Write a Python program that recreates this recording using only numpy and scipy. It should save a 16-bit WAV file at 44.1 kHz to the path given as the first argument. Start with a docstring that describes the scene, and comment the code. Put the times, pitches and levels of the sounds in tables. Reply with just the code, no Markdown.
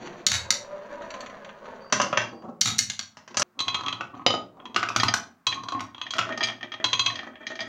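"""A small, hard room with two wooden marble runs, heard one after the other.
On the first, a marble circles a spiral, drops down a chute and clatters into a plastic toy truck.
Abruptly the second takes over: marbles bounce in a thick wooden bowl, drop onto blocks and steps and
knock along a zigzag groove. Blows are noise cracks plus damped modes; rolling is a stream of tiny
bumps ringing the wood; the support booms, walls add reflections, and a quiet hush lies beneath."""
import sys
import numpy as np
from scipy import signal
from scipy.fft import rfft, irfft
from scipy.io import wavfile
from scipy.ndimage import uniform_filter1d

SR = 44100
rng = np.random.default_rng(int(sys.argv[2]) if len(sys.argv) > 2 else 0)


def dump_mix(stems):
    """Bounce the given channels to the path in sys.argv[1] as a 16-bit WAV at rate SR."""
    frames = np.atleast_2d(stems).T  # one column per channel
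    limited = np.clip(frames, -1, 1)  # hard clip at full scale
    pcm = np.round(limited * 32767).astype(np.int16)
    wavfile.write(sys.argv[1], SR, pcm)


N = 338688

CHANGE_S = 3.43  # the second run takes over
EDGE_HZ = 16000  # upper band limit

# Table levels are relative: each part or track adds its own trim. Blows on each part: (time [s], clack level
# [dB], treble re clack [dB], bass re clack [dB]) The chute's table also holds the weak knocks at 3.17-3.34 s:
# marbles knocking in the truck's trailer, played with the chute's colour
TRUCK_HITS = [(.2654, -14, 1.5, -19), (.5047, -14.5, 2, -16.5), (2.6095, -25.5, 10.5, -18),
              (2.6127, -15, -1, -23.5), (2.783, -24.5, 9.5, -16.5), (2.789, -15, 3, -18.5),
              (2.899, -25.5, -2, -17.5), (2.9917, -26.5, -3.5, -15.5)]
SPIRAL_HITS = [(.925, -55, -3, -13), (1.0195, -43, -7, 7), (1.1035, -37.5, -4.5, -17),
               (1.1397, -39, -7, -10), (1.2055, -38, 1, -12), (1.2613, -39.5, -11, -13),
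               (1.297, -44.5, -12, -5), (1.446, -42, -13.5, -14), (1.491, -43, -18, -2),
               (1.655, -44.5, -10, 7)]
CHUTE_HITS = [(1.845, -52, -8, 19), (1.899, -51, -6.5, 8), (1.9238, -16, 1, 0.5), (1.9992, -21.5, -8, 6.5),
              (2.0145, -22, 2, -4.5), (2.1275, -26.5, -15.5, 7), (2.1725, -16.5, -9.5, -4.5),
              (2.421, -56, -9.5, 11), (3.1696, -44.5, -0.5, 4.5), (3.277, -44, -3.5, 0.5),
              (3.344, -39.5, -2.5, 4), (3.3697, -18.5, 5, -2), (3.396, -21.5, 15, 11.5),
              (3.419, -19.5, 0.5, -4.5)]
BOWL_HITS = [(3.5906, -25.5, -3, -11.5), (3.603, -21.5, 2, -10), (3.6807, -20.5, -8, -11),
             (3.7437, -20.5, -6.5, -10.5), (3.791, -40, -16, 1), (3.809, -37, -1.5, 6.5),
             (3.835, -37, -6, 4.5), (3.8615, -27.5, -12.5, -16), (3.8825, -24.5, -10, -11),
             (3.9263, -26.5, -9.5, -12), (4.1495, -50, -11, 13), (4.1925, -66, -22, 15.5),
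             (4.5997, -48, -27, 5), (4.6544, -37.5, -11, -0.5), (4.7447, -35, -5.5, -5),
             (5.4675, -16.5, 0, -7.5), (5.519, -28.5, -9.5, -9), (5.5445, -37, 1, -11),
             (5.635, -40.5, 3.5, 10), (5.6852, -30.5, -1.5, 3), (5.7207, -32.5, -1, 9.5),
             (5.946, -39.5, -15, -6), (5.98, -41.5, -10, -2), (6.014, -27, -12.5, -10),
             (6.1063, -27, -0.5, -13), (6.8418, -15.5, -3.5, -9), (6.9301, -16, -6, -11.5),
             (6.9933, -16, -1.5, -10), (7.061, -16.5, -5.5, -16)]
BLOCK_HITS = [(4.2635, -15.5, -6, -4), (4.305, -28, -7, -1.5), (4.3388, -31.5, -5, 10.5),
              (4.349, -40, -4, -5), (4.47, -76, -14, 16), (4.543, -72, -13, 26.5), (4.57, -68.5, -11, 15)]
ZIGZAG_HITS = [(4.999, -20, -1, -9), (5.0829, -18.5, 0.5, -3.5), (5.525, -27.5, -12, -11.5),
               (6.0655, -33.5, -17, -11), (6.3233, -31.5, -16, -10.5), (6.3752, -30.5, 0.5, 3),
               (6.407, -24, -11, -4), (6.429, -22.5, -12, -23), (6.4345, -20.5, 2, -14),
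               (6.471, -32, 4.5, -2), (6.485, -27.5, -12, -5.5), (6.4985, -31.5, -12, -8),
               (6.52, -39.5, -10, -0.5), (6.609, -40, -16, -4), (6.629, -30.5, -13.5, -8),
               (6.719, -31.5, -12, -9.5), (6.7393, -33, -11.5, -4), (6.808, -44, -22, -6.5),
               (7.1002, -30.5, -8, -10), (7.1555, -31.5, -3, -15), (7.1902, -30, -13.5, -9),
               (7.231, -42, -2, 10), (7.277, -51, -14, 3), (7.3337, -56, -26, 5), (7.355, -44, -23, -16),
               (7.429, -47, -20, -3), (7.4675, -28, -7, -12.5), (7.507, -41, -13, -14),
               (7.5546, -38.5, -4, -9), (7.5907, -31, -13, -8), (7.605, -28, -2, -10), (7.618, -42, -7, 1)]
# The loose truck jumps and rattles just after a marble lands in it: same columns
TRUCK_RATTLES = [(.3165, -19, -4.5, -13), (2.657, -19.5, -3.5, -10.5)]
# Steps and edges, where every spot has two pitches of its own:
# (time [s], clack level [dB], treble re clack [dB], bass re clack [dB], hollow pitch [Hz], bright pitch [Hz])
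STEP_HITS = [(4.008, -29, -15.5, 1.5, 1300, 2640), (4.7613, -18, -9.5, -3, 1254, 2770),
             (4.778, -31, -14, -0.5, 1490, 2880), (4.8285, -24.5, -12.5, 0, 1236, 2130),
             (4.835, -26.5, -20, -3.5, 1530, 2880), (4.887, -26.5, -8.5, -6.5, 1300, 2480),
             (4.9014, -33.5, -16.5, 13, 1290, 2950), (4.951, -42, -14, 0, 1280, 3250),
             (4.9614, -18, -3.5, -2, 1240, 5910), (5.0326, -18.5, -5, 1, 1110, 4130),
             (5.1386, -17, -0.5, -2.5, 1547, 5905), (5.794, -37.5, -16, -8, 1050, 1980),
             (5.805, -33.5, -4.5, 1, 1060, 2410), (6.1363, -29, -9, -7.5, 1220, 3280),
             (6.1654, -40, -4, 3, 1230, 3250), (6.183, -23.5, -8, -6.5, 1280, 3230),
             (6.1895, -20, -11, -2, 1330, 2880), (6.212, -30, -25, -5, 1230, 2560),
             (6.2517, -39, -17, 0, 1470, 2400), (6.291, -35, -11.5, 6, 1260, 2760)]
# How those two pitches ring, before weak blows shorten them: (level [dB], t60 [s])
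SPOT_RINGS = [(9.5, 0.022), (2, 0.022)]

# Colour of the crowded, short-lived modes in each part: (frequency [Hz], density [dB per Hz])
TRUCK_BODY = [(47, -60), (80, -6), (156, -20), (212, -9), (271, -21), (461, -30), (751, -17), (958, -21),
              (1430, -7), (3390, -3.5), (4420, 0.5), (5050, -5.5), (6740, 0.5), (8050, -15), (16000, -33.5)]
SPIRAL_BODY = [(300, -18.5), (1500, 13), (3500, 2.5), (4600, 4), (5200, -22.5), (5800, 3), (7200, -5),
               (8500, -44), (15000, -49.5)]
CHUTE_BODY = [(47, -43.5), (80, -22.5), (212, -5), (431, -14), (588, -7), (896, -8), (1250, -2.5),
              (1630, -0.5), (2540, -2), (2780, 1), (3870, -9), (6170, -5), (6740, -10.5), (14600, -51),
              (16000, -101)]
BOWL_BODY = [(90, -15), (300, -2.5), (750, 1), (1100, 8.5), (2100, 3), (2700, 8), (4000, 6.5), (5200, -6),
             (6200, -2.5), (7000, -8), (8000, -25), (10000, -46), (15000, -48)]
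BLOCK_BODY = [(90, -25), (230, -5), (400, -1.5), (570, -1), (1200, 0), (1600, -9), (2400, -7), (3000, -5.5),
              (3400, -6.5), (3800, -4), (5000, -10.5), (6300, -12), (7000, -12), (7800, -29), (15000, -35)]
STEP_BODY = [(88, -16.5), (150, -26), (193, -12.5), (348, -9), (494, -18.5), (730, -6), (923, -13.5),
             (1260, 0.5), (1720, -16.5), (1870, -9), (6020, -15.5), (8400, -27.5), (13200, -38),
             (14800, -34), (16000, -44.5)]
ZIGZAG_BODY = [(47, -24), (80, -37.5), (242, -4.5), (493, -19.5), (657, -4), (958, -10), (1250, -11.5),
               (1700, -12.5), (1860, -6.5), (2720, -9.5), (3170, -5), (4420, -16.5), (6450, -20),
               (7200, -39), (16000, -92.5)]

# Clear modes of each part, before detuning and damping: (frequency [Hz], level [dB], t60 [s])
TRUCK_MODES = [(1290, -3, 0.033), (2120, 0, 0.084), (3810, 10.5, 0.022), (4403, -9, 0.058),
               (4600, -17.5, 0.028), (5790, 14, 0.019), (5770, -13, 0.027), (6000, -12, 0.017)]
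SPIRAL_MODES = [(582, -3, 0.17), (650, -11.5, 0.045), (985, 0, .05), (1565, 2, 0.013)]
CHUTE_MODES = [(595, -6, .08), (1010, -9, .06), (1253, -3, .06), (2750, -1, .09), (4830, -14, .07),
               (5290, -6, .04), (5960, 4, .03), (6150, 2, .03)]
BOWL_MODES = [(1012, -11, .13), (1088, -12, .13), (1238, -15, .08), (2070, -20, .09), (2565, -11, .09),
              (2880, -18, .04), (3245, -2, .11), (3295, -4, .07), (3430, -11, .045), (3596, -14, .06),
              (4016, -5, .1), (4780, -18, .07), (5930, -15, .06), (6420, -15, .07)]
BLOCK_MODES = [(577, 1, .1), (715, -1, .08), (1235, -2, .2), (3040, -2, .14), (3100, -5, .1),
               (3740, -3, .06), (4890, -5, .12), (4970, -7, .1), (6900, -17, .1)]
STEP_MODES = [(1000, -13.5, 0.04), (1280, -15, 0.15), (1491, -11.5, 0.21), (3010, -10, 0.028)]
ZIGZAG_MODES = [(1250, -6, 0.13), (1835, 3, 0.11), (2360, -1, 0.06), (3050, -5, 0.05), (3240, 2, 0.1),
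                (4070, -5, 0.04), (4840, -4, 0.035), (6380, -10, 0.04)]
# Modes that rolling excites: (frequency [Hz], level [dB], t60 [s])
BOWL_ROLL_MODES = [(940, -8, 0.18), (1096, 24, 0.17), (1240, 18.5, 0.3), (2600, -24, 0.038),
                   (3180, -23.5, 0.092)]
ZIGZAG_ROLL_MODES = [(250, -4, 0.1), (645, 4, 0.1), (1260, 0, 0.12), (1850, 9, 0.1), (1950, 4, 0.08),
                     (2360, -2, 0.06), (3240, 0, 0.1)]
RAMP_MODES = [(230, -1, 0.21), (356, 7, 0.2), (543, -1.5, 0.14), (762, 0.5, 0.27), (1160, -8, 0.043)]

# Stretches of rolling on each track: (start [s], end [s], wood level [dB], grit level [dB])
SPIRAL_ROLL = [(0, 1.86, -36, -62)]
BOWL_ROLL = [(3.58, 3.72, -38, -68), (3.74, 4.02, -37, -70), (4.13, 4.23, -38.5, -71),
             (4.58, 4.76, -51.5, -79), (5.48, 5.66, -36, -62), (5.72, 5.79, -31.5, -66),
             (5.97, 6.1, -43.5, -63), (6.92, 7.14, -39, -59), (7.23, 7.28, -46, -62)]
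ZIGZAG_ROLL = [(5.75, 5.88, -55, -77), (6.13, 6.26, -38.5, -60), (6.29, 6.53, -39, -60),
               (6.61, 6.66, -45, -68), (6.73, 6.82, -41, -73), (7.1, 7.28, -43.5, -58),
               (7.32, 7.42, -47.5, -70), (7.43, 7.68, -43, -50)]
RAMP_ROLL = [(-.05, .08, -32, -47), (.1, .21, -38.5, -52.5), (2.2, 2.4, -41.5, -81),
             (2.41, 2.51, -32.5, -77.5), (3.28, 3.4, -47, -65), (3.54, 3.59, -45, -82),
             (4.14, 4.24, -49.5, -70.5), (4.35, 4.44, -46, -80), (4.54, 4.86, -41.5, -87.5)]
# Colour of the rolling noise in the wood: (frequency [Hz], density [dB per Hz])
SPIRAL_RUMBLE = [(40, -34.5), (100, -12), (210, -5.5), (320, -11), (480, -2), (600, 4.5), (800, -7.5),
                 (1100, -3), (1700, -12.5), (2500, -22.5), (4500, -30.5), (7000, -46), (10000, -77)]
BOWL_RUMBLE = [(40, -34), (100, 17), (170, -1), (330, 10), (500, -21), (750, 5.5), (900, -2.5),
               (1100, 14.5), (1350, -15), (1650, -10), (2700, -15.5), (5000, -42.5), (7000, -45),
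               (10000, -57.5)]
ZIGZAG_RUMBLE = [(40, -29.5), (100, -3.5), (170, -3.5), (320, 9), (480, -11), (660, 1), (950, -3.5),
                 (1300, -5.5), (1900, 0.5), (2800, -16), (5000, -43), (6500, -25), (9000, -66)]
RAMP_RUMBLE = [(40, -24), (110, -4.5), (210, 6.5), (300, -3), (480, 0), (800, -2), (1250, -6), (1800, -34),
               (3500, -41), (7000, -40), (10000, -80.5)]
# Loudness of the circling marble: (time [s], level [dB])
SPIRAL_SWELL = [(0, -5.5), (.6, -1), (.75, -0.5), (1, 0.5), (1.15, 4), (1.32, 1.5), (1.42, -1.5), (1.6, -3),
                (1.68, 3.5), (1.8, 1), (1.85, 1)]

# Two heavy drops make the whole support boom: (time [s], level [dB])
HEAVY_DROPS = [(4.968, -34.5), (5.038, -33)]
# Low modes of the support: (frequency [Hz], level [dB], t60 [s])
SUPPORT_MODES = [(91.6, -2.5, .45), (115, 8, .5), (140, -10, .4), (212, -9, .27)]
# Decay of the room: (frequency [Hz], t60 [s])
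ROOM_T60 = [(100, 0.56), (400, 0.42), (1200, 0.26), (3500, 0.24), (7000, 0.22), (14000, 0.19)]
# Colour of the background hush: (frequency [Hz], density [dB per Hz])
HUSH = [(30, -27.5), (110, -0.5), (400, -18.5), (1200, -3.5), (3000, -23.5), (7000, -27.5), (13000, -36.5),
        (15000, -25)]

# the sharpest clacks reach furthest above the treble
SHEEN_PER_DB = 0.98  # dB per dB of treble
# blows weaker than HARD_DB stay longer in contact, which shortens the ring
HARD_DB, DAMPING_PER_DB = -22.5, 0.06
# a wall's echo, whose delay shifts as the marble travels
ECHO_S, ECHO_SWING_S, ECHO_DB = .0045, 0.00055, -7.5


def spiral_run():
    """First run: a marble rolls round the spiral, strikes its way down the chute and into the truck."""
    roll = rolling(SPIRAL_ROLL, SPIRAL_RUMBLE, SPIRAL_MODES, level_db=-4.0, ring_db=-1, grit_db=4.5,
                   rise_s=.03, slowing_db_per_s=2, release_s=0.18,
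                   bumps_per_s=1500, wobble_db=2, ridge_db=8, wander=.04)
    swell = amp(np.interp(np.arange(N) / SR, *np.transpose(SPIRAL_SWELL)))
    spiral = knocks(SPIRAL_HITS, SPIRAL_BODY, SPIRAL_MODES, level_db=-3.5, crack_t60=0.062,
                    ring_db=-10.5, room_db=-7.5, sheen_db=15, thump_db=-32)
    chute = knocks(CHUTE_HITS, CHUTE_BODY, CHUTE_MODES, level_db=-3.0, crack_t60=0.056,
                   ring_db=-5, room_db=-4.5, sheen_db=-9, thump_db=-28,
                   chatter_s=0.054, chatter_db=-16, count=4)
    truck = knocks(TRUCK_HITS, TRUCK_BODY, TRUCK_MODES, level_db=-2.0, crack_t60=0.029,
                   ring_db=-4.0, room_db=-4.5, sheen_db=-2.5, thump_db=-39.5)
    rattle = knocks(TRUCK_RATTLES, TRUCK_BODY, TRUCK_MODES, level_db=-4.5, crack_t60=0.033,
                    ring_db=-4.0, room_db=-1, sheen_db=3, thump_db=-23.5,
                    chatter_s=.045, chatter_db=-4.5, count=4)
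    return whistle() + roll * swell + spiral + chute + truck + rattle


def bowl_run():
    """Second run: marbles strike and roll in the bowl, land on blocks and steps, and follow the zigzag."""
    bowl_roll = rolling(BOWL_ROLL, BOWL_RUMBLE, BOWL_ROLL_MODES, level_db=-0.5, ring_db=-2.0, grit_db=-10.0,
                        rise_s=0.015, slowing_db_per_s=-9, release_s=0.13,
                        bumps_per_s=500, wobble_db=4, wander=.02)
    zigzag_roll = rolling(ZIGZAG_ROLL, ZIGZAG_RUMBLE, ZIGZAG_ROLL_MODES, level_db=2, ring_db=4.5, grit_db=-2.5,
                          rise_s=0.022, slowing_db_per_s=-4, release_s=0.14,
                          bumps_per_s=400, wobble_db=4.5, ridge_db=15, wander=.015)
    # the thick, solid bowl rings clearly
    bowl = knocks(BOWL_HITS, BOWL_BODY, BOWL_MODES, level_db=-3, crack_t60=.045,
                  ring_db=5, room_db=-7.0, sheen_db=10.0, thump_db=-32.5)
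    block = knocks(BLOCK_HITS, BLOCK_BODY, BLOCK_MODES, level_db=-0.5, crack_t60=0.019,
                   ring_db=0.0, room_db=-5.5, sheen_db=-6, thump_db=-27.5)
    steps = knocks(STEP_HITS, STEP_BODY, STEP_MODES, level_db=-3.0, crack_t60=0.042,
                   ring_db=3.5, room_db=-6.5, sheen_db=-2.5, thump_db=-29.5,
                   chatter_s=.035, chatter_db=-21.5, count=3)
    zigzag = knocks(ZIGZAG_HITS, ZIGZAG_BODY, ZIGZAG_MODES, level_db=-2.5, crack_t60=0.096,
                    ring_db=5.0, room_db=-9.5, sheen_db=8.0, thump_db=-33.5)
    return bowl_roll + zigzag_roll + bowl + block + steps + zigzag


def knocks(hits, body, modes, level_db, crack_t60, ring_db, room_db, sheen_db, thump_db,
           chatter_s=.012, chatter_db=-12, count=1, contact_s=0.00078):
    """Each blow cracks with crowded modes, rings the clear ones, chatters and shakes the support."""
    t = np.arange(SR // 5) / SR
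    out = np.zeros(N)
    for s, clack_db, treble_db, bass_db, *spot_hz in hits:
        crack = colour(rng.standard_normal(len(t)) * dying(t, crack_t60), body)
        own_modes = modes + [(hz, db, t60) for hz, (db, t60) in zip(spot_hz, SPOT_RINGS)]
        # each mode is slightly detuned; weak blows damp it
        free = np.exp(DAMPING_PER_DB * min(clack_db - HARD_DB, 0))
        own_modes = [(hz * rng.uniform(.994, 1.006), db, t60 * free) for hz, db, t60 in own_modes]
        tone = ring(own_modes, t, spread_db=2.5)
        contact = 1 - np.exp(-(t / contact_s) ** 2)  # soft onset
        touch = (evened(crack) + amp(ring_db) * evened(tone)) * contact
        # the marble touches again, count times; later touches are weaker
        blow = touch.copy()
        for late in rng.uniform(.25, 1, count):
            add(blow, chatter_s * late, amp(chatter_db) * (1.5 - late) * touch)
        out_of_balance = tone_balance(blow, treble_db, bass_db, sheen_db)
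        blow = colour(blow, out_of_balance)
        add(out, s, blow * amp(level_db + clack_db - band_db(blow, 1500, 12000)))
    booms = thumps([(s, clack_db + thump_db) for s, clack_db, *_ in hits])
    return out + amp(room_db) * room(out) + booms


def tone_balance(blow, treble_db, bass_db, sheen_db):
    """Equaliser curve that steers a blow's bass and treble relative to its clack."""
    clack_now_db = band_db(blow, 1500, 12000)
    low_db = bass_db + clack_now_db - band_db(blow, 150, 1300)
    high_db = treble_db + clack_now_db - band_db(blow, 4000, 12000)
    top_db = high_db + sheen_db + SHEEN_PER_DB * treble_db
    return [(40, low_db - 17.5), (100, low_db), (1200, low_db), (2200, 0), (3300, 0),
            (4200, high_db), (7000, high_db), (8400, top_db)]


def rolling(stretches, rumble, modes, level_db, ring_db, grit_db, bumps_per_s, wobble_db,
            rise_s, slowing_db_per_s, release_s, ridge_db=12.5, wander=.01):
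    """The marble trips over the wood grain: tiny bumps ring the track, and the sharpest hiss."""
    t = np.arange(N) / SR
    wood_gain, grit_gain = np.zeros(N), np.zeros(N)
    for start, end, roll_db, tick_db in stretches:
        motion = stretch(start, end, rise_s, slowing_db_per_s, release_s)
        wood_gain += amp(level_db + roll_db) * motion
        grit_gain += amp(grit_db + tick_db) * motion
    # the contact force wobbles as the marble rocks from wall to wall
    force = amp(wobble_db * drift(45))
    bumps = force * rng.standard_normal(N) * (rng.random(N) < bumps_per_s / SR)
    # now and then, about 30 times a second, it skips over a larger ridge
    ridges = amp(ridge_db + rng.uniform(-6.5, 6.5, N)) * (rng.random(N) < 30 / SR)
    bumps = bumps + ridges
    # along the track each mode comes and goes
    rung = np.zeros(N)
    for mode in modes:
        excitation = bumps * amp(3.5 * drift(14))
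        rung += signal.oaconvolve(excitation, ring([mode], t[:SR // 4], spread_db=1))[:N]
    wood = evened(evened(colour(bumps, rumble)) + amp(ring_db) * evened(rung))
    # the pitch of the wood wanders
    place = np.cumsum(1 + wander * drift(6)) % N
    wood = np.interp(place, np.arange(N), wood) * wood_gain
    # the grit has the spiral's colour on every track
    grit = evened(colour(bumps * force + ridges, SPIRAL_BODY)) * grit_gain
    sound = travelling(wood + grit)
    return 0.72 * sound + 0.37 * room(sound)


def stretch(start, end, rise_s, slowing_db_per_s, release_s):
    """Gain that builds up, drifts as the marble slows or gathers speed, and dies away after the end."""
    t = np.arange(N) / SR
    age = np.maximum(t - start, 0)
    rise = np.minimum(age / rise_s, 1)
    return rise * amp(-slowing_db_per_s * age) * dying(np.maximum(t - end, 0), release_s)


def whistle(start=1.8, end=2.43, hz=4660, waver_hz=40, level_db=-57):
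    """A thin sine around the chute drop, its pitch wavering with smoothed noise."""
    pitch = hz + waver_hz * evened(uniform_filter1d(rng.standard_normal(N), size=300))
    level = amp(level_db) * stretch(start, end, rise_s=0.02, slowing_db_per_s=9, release_s=0.026)
    return level * np.sin(2 * np.pi * np.cumsum(pitch) / SR)


def ramp_rolls():
    """Marbles roll on the straight ramps of both runs, each stretch fading as it goes."""
    return rolling(RAMP_ROLL, RAMP_RUMBLE, RAMP_MODES, level_db=-3.0, ring_db=-5.0, grit_db=10.5,
                   bumps_per_s=7100, wobble_db=4.5, rise_s=0.035, slowing_db_per_s=21.5, release_s=0.087)


def thumps(rows, swell_s=0.011):
    """The support swells into a low boom of damped modes under each landing."""
    t = np.arange(SR // 2) / SR
    out = np.zeros(N)
    for s, db in rows:
        swell = 1 - np.exp(-(t / swell_s) ** 2)
        add(out, s, amp(db) * swell * ring(SUPPORT_MODES, t, spread_db=1))
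    return out


def travelling(x):
    """The moving echo sweeps a comb through the sound."""
    n = np.arange(N)
    delay = SR * (ECHO_S + ECHO_SWING_S * drift(4))
    echo = np.interp(n - delay, n, x)
    return (x + amp(ECHO_DB) * echo) / np.hypot(1, amp(ECHO_DB))


def room(x, onset_s=0.0036):
    """Reflections from close walls thicken into a tail that dies sooner in the treble."""
    t = np.arange(SR * 3 // 4) / SR
    taps = rng.standard_normal(len(t)) * (rng.random(len(t)) < .04 + t)
    hz, when, z = signal.stft(taps, SR, nperseg=256)
    z = z * dying(when, read(ROOM_T60, hz)[:, None])
    tail = signal.istft(z, SR, nperseg=256)[1][:len(t)]
    tail *= 1 - np.exp(-(t / onset_s) ** 2)
    return signal.oaconvolve(x, tail / np.linalg.norm(tail))[:N]


def background_hush():
    """Steady coloured noise at a very low level."""
    return amp(-67.5) * evened(colour(rng.standard_normal(N), HUSH))


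def ring(modes, t, spread_db):
    """Damped sines; their strengths and signs depend on where the marble lands, drawn at random."""
    luck = rng.standard_normal((len(modes), 2))
    out = np.zeros(len(t))
    for (hz, db, t60), (spot, side) in zip(modes, luck):
        strength = np.sign(side) * amp(db + spread_db * spot)
        out += strength * dying(t, t60) * np.sin(2 * np.pi * hz * t)
    return out


def dying(t, t60):
    """Falls 60 dB in t60 seconds."""
    return np.exp(-np.log(1000) * t / t60)


def drift(per_s):
    """Smooth random curve with about per_s new values a second."""
    knots = rng.standard_normal(int(N / SR * per_s) + 2)
    place = np.arange(N) / SR * per_s
    eased = place - np.sin(2 * np.pi * place) / (2 * np.pi)
    return np.interp(eased, np.arange(len(knots)), knots)


def colour(x, spectrum):
    """Causal minimum-phase filter with the given (frequency [Hz], level [dB]) shape."""
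    size = 2048
    cepstrum = irfft(np.log(amp(read(spectrum, np.fft.rfftfreq(size, 1 / SR)))))
    # folding the cepstrum puts the energy at the front
    cepstrum[1:size // 2] *= 2
    cepstrum[size // 2 + 1:] = 0
    return signal.oaconvolve(x, irfft(np.exp(rfft(cepstrum))))[:len(x)]


def band_db(x, lo, hi):
    """Level in one band of a blow's first 530 samples, about 12 ms."""
    band = signal.butter(3, [lo, hi], "band", fs=SR, output="sos")
    part = signal.sosfilt(band, x[:530])
    return 10 * np.log10(np.mean(part ** 2))


def amp(db):
    """Decibels to gain."""
    return 10 ** (np.asarray(db) / 20)


def evened(x):
    """Scales to rms 1."""
    return x / np.sqrt(np.mean(x ** 2) + 1e-20)


def read(points, hz):
    """Reads a table on a log-frequency axis."""
    f, value = np.transpose(points)
    return np.interp(np.log(hz + 1), np.log(f + 1), value)


def add(mix, s, sound):
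    """Mixes a sound in at time s."""
    part = mix[max(round(s * SR), 0):][:len(sound)]
    part += sound[:len(part)]


def scene():
    """The first run stops dead where the second takes over; ramps, heavy drops and hush lie across both."""
    first = np.arange(N) / SR < CHANGE_S
    runs = np.where(first, spiral_run(), bowl_run())
    return (runs + ramp_rolls() + thumps(HEAVY_DROPS) + background_hush())[None]


def record(dry):
    """A steep low-pass removes everything well above the band limit."""
    low_pass = signal.firwin(255, EDGE_HZ, window=("kaiser", 8), fs=SR)
    return signal.oaconvolve(dry, low_pass[None], "same")


dry = scene()
out = record(dry)
dump_mix(out)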